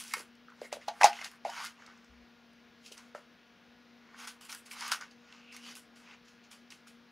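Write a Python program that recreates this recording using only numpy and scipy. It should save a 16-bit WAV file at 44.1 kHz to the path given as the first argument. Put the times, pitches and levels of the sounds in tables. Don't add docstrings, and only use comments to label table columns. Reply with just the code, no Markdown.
import sys
import numpy as np
from scipy import signal
from scipy.fft import rfft, irfft, next_fast_len
from scipy.io import wavfile
from scipy.ndimage import uniform_filter1d, map_coordinates

SR = 44100
rng = np.random.default_rng(int(sys.argv[2]) if len(sys.argv) > 2 else 0)


def persist_wave(psi):
    counts = np.round(np.clip(psi, -1, 1) * 32767).astype(np.int16)
    wavfile.write(sys.argv[1], SR, np.atleast_2d(counts).T)


N = 313551

# f/Hz, relative level per Hz/dB
AIR_SPECTRUM = [(25, -34), (48, -7), (120, -6.5), (205, 2.5), (300, -2.5), (500, -5), (1000, -6),
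                (1500, -5), (2500, -6.5), (4000, -11), (5500, -15), (6800, -23.5), (7300, -34.5),
                (16000, -32)]
AIR_DB = -63.5
# f/Hz, level against the centre/dB
WIDE_SPECTRUM = [(60, -14.5), (500, -25), (2400, -52.5), (8000, -4), (15000, -5.5)]
# f/Hz, level against the centre/dB
LEFT_LEAN = [(60, -12.5), (200, -15), (500, -7.5), (1300, -16.5), (4400, -32)]
# multiple of FAN_HZ, level/dB before the lift in fan()
FAN_TONES = [(1, -64), (2, -75.5), (3, -82.5), (4.8, -90.5), (6, -77), (7, -79.5)]
FAN_HZ = 237.9
# full at t/s, t60/s, rub level/dB, grit level/dB, treble level/dB
SCATTERS = [(0.0, 0.17, -51, -42, -45), (0.14, 0.047, -32.5, -49, -51), (0.729, 0.15, -47, -46, -52.5),
            (0.883, 0.11, -46, -45, -65), (1.047, 0.15, -27, -27, -38), (1.243, .2, -52.5, -46, -53),
            (2.921, 0.14, -60, -51.5, -56.5), (2.973, 0.37, -56.5, -58, -67),
            (3.156, 0.24, -52.5, -59, -68.5), (4.276, 0.18, -49, -45, -49.5),
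            (4.661, 0.14, -63, -54.5, -59.5), (4.918, 0.15, -31.5, -32.5, -39),
            (5.011, 0.22, -47, -51, -65), (5.112, 0.11, -71.5, -60, -76), (5.96, 0.44, -72.5, -62, -69.5),
            (6.252, .5, -80, -65.5, -83), (6.283, .3, -75.5, -64.5, -77.5), (6.44, .15, -85.5, -61, -82.5),
            (6.515, 0.22, -58.5, -53.5, -59), (6.874, 0.22, -70, -59.5, -64)]
JOLT_S = 0.0083
# full at t/s, rise/s, hold/s, t60/s, rub level/dB, grit level/dB, treble level/dB
SLIDES = [(0.05, 0.027, 0.11, .05, -61, -54.5, -58), (0.165, 0.012, 0.035, 0.17, -52.5, -52, -55),
          (0.652, 0.1, 0.003, 0.067, -60, -58.5, -70.5), (0.62, .01, .06, 0.09, -71, -71, -67.5),
          (0.816, 0.027, .005, 0.64, -67, -63, -75.5), (0.99, 0.17, .012, .05, -59, -63.5, -69.5),
          (1.016, 0.01, 0.0054, .03, -29.5, -35.5, -44.5), (1.13, .004, 0.14, .05, -51.5, -53.5, -65.5),
          (1.315, .012, 0.048, .05, -64.5, -70, -74.5), (1.452, .004, 0.098, .1, -53, -53, -65),
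          (1.57, 0.089, 0.054, .1, -44.5, -48.5, -60.5), (1.64, 0.035, 0.023, 0.19, -47, -47.5, -55),
          (1.8, 0.061, .05, 1.2, -60, -66.5, -85.5), (2.866, .04, .005, 0.18, -69, -53, -63.5),
          (4.15, 0.18, .01, .1, -59.5, -70, -92.5), (4.19, 0.033, 0.064, 0.079, -50.5, -53.5, -62),
          (4.41, .004, 0.062, .05, -64.5, -60, -63), (4.496, 0.015, 0.034, 0.25, -53, -51, -54),
          (4.57, .02, 0.025, .1, -81, -80.5, -60), (4.715, 0.023, 0.026, .05, -55.5, -54, -53.5),
          (4.814, 0.11, 0.085, 0.067, -44, -46, -56.5), (5.338, 0.19, .005, .6, -63, -63, -86.5),
          (5.53, 0.021, 0.038, 0.28, -59, -57.5, -67), (5.668, 0.097, 0.045, .2, -57, -52, -64),
          (5.76, .012, 0.015, 0.19, -63, -55.5, -57), (6.1, .15, 0.042, .1, -58, -63.5, -86),
          (6.705, .004, .015, .25, -63, -57, -65.5)]
# f/Hz, width/Hz, relative level/dB
WALL_MODES = [(837.7, 250, -2.5), (1130, 230, 1), (1466, 280, 0), (1874, 310, 0), (2210, 350, -1)]
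# f/Hz, width/Hz, relative level/dB
SCREW_MODES = [(2450, 820, 3.5), (2990, 1100, 6.5), (3620, 1100, 3), (4960, 1300, -1.5), (6730, 1000, -4.5)]
# f/Hz, relative level per Hz/dB
STEEL_SPECTRUM = [(6000, -34), (7200, 4.5), (8100, 1.5), (9600, 5), (14400, -9), (16000, -9)]
# t/s, peak level/dB, brightest ring f/Hz, treble/dB (sets the crack and the steel top)
CLICKS = [(0.0384, -34, 4570, 7), (0.0796, -36, 6100, -14), (0.1119, -40, 2080, -40),
          (0.1212, -39, 6160, -24), (0.137, -19, 2140, -3), (0.181, -42, 6000, -30),
          (0.1934, -39, 6300, -10), (0.353, -57, 5200, -5), (0.4836, -43.5, 1320, -59),
          (0.501, -47, 1430, -33), (0.5206, -47, 1333, -50), (0.6147, -42.5, 1500, -21),
          (0.719, -44, 2080, -50), (0.7269, -30, 2700, -18.5), (0.8812, -38, 1350, 5),
          (0.884, -31.5, 3930, -35), (1.0122, -17, 1820, -36), (1.0327, -10, 2043, -27.5),
          (1.042, -7.5, 6605, -18), (1.1303, -31.5, 2640, -28), (1.1894, -35, 1980, -50),
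          (1.2137, -32.5, 2170, -24), (1.245, -28.5, 4500, -14), (1.3144, -44.5, 2780, 2),
          (1.4493, -36, 2175, -26), (1.4989, -35.5, 1830, -15), (1.6494, -29, 1390, 1),
          (1.6597, -31.5, 2030, -22), (1.668, -32, 1430, -19.5), (1.8235, -56, 1640, -30.5),
          (1.8634, -44, 5150, -19.5), (1.975, -54.5, 5500, -15.5), (2.045, -55, 5800, -16.5),
          (2.533, -60, 9800, -5), (2.862, -42, 3640, -18), (2.9223, -37.5, 2940, -19.5),
          (2.978, -39.5, 6780, -22.5), (3.1483, -36.5, 1350, -33), (4.2731, -33.5, 1350, -6),
          (4.4112, -43, 1240, 1), (4.45, -43, 6730, 5), (4.4943, -34, 2400, -28), (4.4985, -36, 1350, -20),
          (4.5193, -35, 6600, -9.5), (4.526, -31, 1550, -0.5), (4.548, -33, 1674, 8),
          (4.7117, -36.5, 2360, -28), (4.7184, -37.5, 5860, -9), (4.808, -30, 5200, -3),
          (4.8792, -32, 1220, 7), (4.9177, -18.5, 1440, -22), (4.9228, -23.5, 1480, -19),
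          (5.0106, -34, 1322, -25.5), (5.1108, -50, 4770, -31.5), (5.3246, -42, 2670, -41.5),
          (5.5257, -38.5, 2440, -20.5), (5.5461, -41.5, 1250, -21.5), (5.5647, -37, 2150, -1),
          (5.753, -38.5, 2690, 1.5), (5.7687, -42, 1520, -8), (5.962, -51.5, 1560, -17),
          (6.111, -46, 2720, -38), (6.7037, -42, 4640, -34), (6.7214, -40.5, 2376, -24.5),
          (6.8707, -48.5, 1410, -36)]
# full at t/s, rise/s, hold/s, t60/s, level/dB, pitch f/Hz
DRAGS = [(0.11, 0.012, 0.029, 0.033, -53, 2070), (0.645, 0.033, 0.023, 0.035, -55, 2020),
         (0.815, .01, .012, .04, -58, 2040), (1.13, .05, 0.076, .15, -54.5, 2890),
         (4.2, 0.053, 0.054, .1, -61.5, 3184), (4.8, 0.036, 0.036, .1, -58.5, 5160),
         (5.3, 0.097, 0.11, .3, -70, 2650), (5.5, 0.17, 0.026, 0.28, -58, 2660),
         (5.64, 0.088, 0.061, 0.16, -59, 2700), (6.07, 0.046, 0.078, 0.094, -62.5, 2500)]
# t/s, peak level/dB, pitch f/Hz, t60/s
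KNOCKS = [(0.138, -35.5, 1080, 0.0087), (0.167, -42, 455, 0.047), (0.201, -40, 443, 0.0056),
          (0.616, -29.5, 545, 0.011), (0.726, -25.5, 646, 0.0095), (0.768, -34.5, 596, 0.0099),
          (0.881, -22.5, 755, 0.024), (0.893, -33.5, 780, 0.037), (1.011, -17.5, 850, 0.011),
          (1.021, -18, 816, 0.03), (1.032, -12.5, 855, 0.023), (1.042, -4, 774.4, 0.029),
          (1.051, -22.5, 823, 0.045), (1.213, -42, 738, 0.019), (1.257, -43.5, 785, 0.014),
          (1.45, -23, 742, 0.03), (1.464, -30.5, 634, 0.014), (1.492, -33.5, 850, 0.032),
          (2.915, -46, 478, 0.012), (3.149, -32, 648, 0.0075), (3.166, -50, 595, 0.04)]
# ratio to the pitch, relative level/dB, share of the knock's t60
BOX_MODES = [(.3, -13, 0.49), (.6, -19, .35), (.78, -8.5, .45), (.93, 2, 1.77), (1.06, 13.5, 0.81),
             (1.23, -7.5, .7), (1.7, -15.5, 0.33), (2.25, -18, 0.31), (3.6, -19.5, .3)]
# full at t/s, rise/s, hold/s, t60/s, level/dB, f/Hz
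RUMBLE = [(2.1, .02, .14, .08, -68, 62)]
# f/Hz, t60/s
ROOM_DECAY = [(300, 0.2), (2000, 0.13), (10000, 0.079)]
TOP_HZ = 15700


def amp(db):
    return 10 ** (np.asarray(db) / 20)


def unit(x):
    return x / np.sqrt(np.mean(x ** 2) + 1e-20)


def peak(x):
    return x / np.abs(x).max()


def along(points, hz):
    f, value = np.transpose(points)
    return np.interp(np.log(hz + 1), np.log(f + 1), value)


def wobble(rate):
    points = rng.standard_normal(int(N * rate / SR) + 4)
    return map_coordinates(points, [np.arange(N) * rate / SR])


def filtered(x, response):
    m = next_fast_len(x.shape[-1] + 4096)
    spectrum = rfft(x, m) * response(np.fft.rfftfreq(m, 1 / SR))
    return irfft(spectrum, m)[..., :x.shape[-1]]


def resonance(f, hz, width):
    return 1j * f * width / (hz * hz - f * f + 1j * f * width + 1e-9)


def modes(table):
    def response(f):
        return sum((-1) ** k * amp(db) * resonance(f, hz, width) for k, (hz, width, db) in enumerate(table))
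    return response


def add(track, s, sound):
    part = track[round(s * SR):][:len(sound)]
    part += sound[:len(part)]


def patchy(x, depth_db, bins, frames):
    z = signal.stft(x, nperseg=256)[2]
    field = rng.standard_normal(z.shape[-2:])
    field = uniform_filter1d(uniform_filter1d(field, bins, 0), frames, 1)
    return signal.istft(z * amp(depth_db * unit(field)), nperseg=256)[1][..., :N]


def stroke(s, rise, hold, t60):
    t = np.arange(N) / SR - s
    climb = np.minimum(20 * t / rise, 0)
    fall = 60 * np.maximum(t - hold, 0) / t60
    return amp(climb - fall)


def swells(rows, breadth):
    out = np.zeros(N)
    for *shape, db, hz in rows:
        band = filtered(rng.standard_normal(N), lambda f: resonance(f, hz, breadth * hz) ** 2)
        out += amp(db) * stroke(*shape) * unit(band)
    return out


def air():
    pair = patchy(rng.standard_normal((2, N)), depth_db=.8, bins=3, frames=40)
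    mid, side = filtered(pair, lambda f: amp(along(AIR_SPECTRUM, f) + [0 * f, along(WIDE_SPECTRUM, f)]))
    return amp(AIR_DB) * np.array([mid, side]) / mid.std()


def fan():
    speed_hz = FAN_HZ * (1 + 0.0083 * wobble(9))
    phase = 2 * np.pi * np.cumsum(speed_hz) / SR
    return sum(amp(db + 2.5 + 2.4 * wobble(10)) * np.sin(k * phase) for k, db in FAN_TONES)


def grit(rate, spread_db, life):
    sizes = amp(spread_db * np.minimum(rng.exponential(size=N), 3.5))
    hits = (rng.random(N) < rate / SR) * sizes
    bursts = signal.lfilter([1], [1, -np.exp(-1 / (life * SR))], hits)
    return unit(bursts * rng.standard_normal(N))


def slide():
    contacts = grit(rate=400, spread_db=3.5, life=.0012)

    def rough(share):
        return patchy(share * contacts + rng.standard_normal(N), depth_db=1.6, bins=4, frames=12)

    rub = unit(filtered(rough(0.94), lambda f: modes(WALL_MODES)(f) * resonance(f, 1350, 1200)))
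    heap = unit(filtered(rough(0.43), lambda f: modes(SCREW_MODES)(f) * resonance(f, 4700, 7000)))
    top = unit(filtered(rough(0.4), lambda f: amp(along(STEEL_SPECTRUM, f))))
    moves = SLIDES + [(s, JOLT_S, 0, *rest) for s, *rest in SCATTERS]
    power = sum(np.outer(amp(row[4:]), stroke(*row[:4])) ** 2 for row in moves)
    return np.sum(np.sqrt(power) * [rub, heap, top], axis=0)


def clicks():
    out, t = np.zeros(N), np.arange(SR // 10) / SR
    puff_shape = (.4 * amp(-60 * t / 0.028) + amp(-60 * t / .011)) * (1 - np.exp(-t / 0.00014))
    for s, db, hz, treble_db in CLICKS:
        puffs = rng.standard_normal((3, len(t))) * puff_shape
        tone = np.sin(2 * np.pi * hz * t) * amp(-60 * t * hz / 45) * (1 - np.exp(-t / 0.00023))
        rough_ring = filtered(puffs[0], lambda f: resonance(f, hz, 0.39 * hz) ** 2)
        ring = tone + 1.3 * peak(rough_ring)
        crack = filtered(puffs[1], lambda f: resonance(f, 5500, 4000) ** 2 * resonance(f, 2600, 4200))
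        top = filtered(puffs[2], lambda f: resonance(f, 9500, 4800) ** 2)
        crack_gain = amp(min(1.4 * treble_db + 33.5, 3))
        blow = peak(ring) + crack_gain * peak(crack) + amp(treble_db - 0.5) * peak(top)
        add(out, s, amp(db) * peak(blow))
    return out


def drags():
    return swells(DRAGS, breadth=.25)


def knocks():
    out, t = np.zeros(N), np.arange(SR // 3) / SR
    for s, db, hz, t60 in KNOCKS:
        ring = np.zeros(len(t))
        for ratio, level, share in BOX_MODES:
            fade = amp(level + rng.normal(0, 1.5) - 60 * t / (t60 * share))
            ring += fade * np.sin(2 * np.pi * hz * ratio * t)
        ring *= 1 - np.exp(-t / 0.0036)
        add(out, s + 0.00087, amp(db) * peak(ring))
    return out


def rumble():
    return swells(RUMBLE, breadth=0.34)


def room(x):
    hz, t, z = signal.stft(rng.standard_normal(SR // 2), SR, nperseg=256)
    fade = amp(-60 * t / along(ROOM_DECAY, hz)[:, None])
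    tail = signal.istft(z * fade, SR, nperseg=256)[1]
    late = np.pad(x, (200, 0))
    return signal.fftconvolve(late, tail / np.linalg.norm(tail))[:N]


def scene():
    hiss, wide = air()
    around = hiss + fan() + rumble()
    box = slide() + clicks() + drags() + knocks()
    box = filtered(box, lambda f: (1j * f / (180 + 1j * f)) ** 2)
    mid = box + amp(-9.0) * room(box) + around
    side = filtered(around, lambda f: amp(along(LEFT_LEAN, f))) + wide
    return np.array([mid + side, mid - side])


def record(dry):
    return filtered(dry, lambda f: f < TOP_HZ)


dry = scene()
out = record(dry)
persist_wave(out)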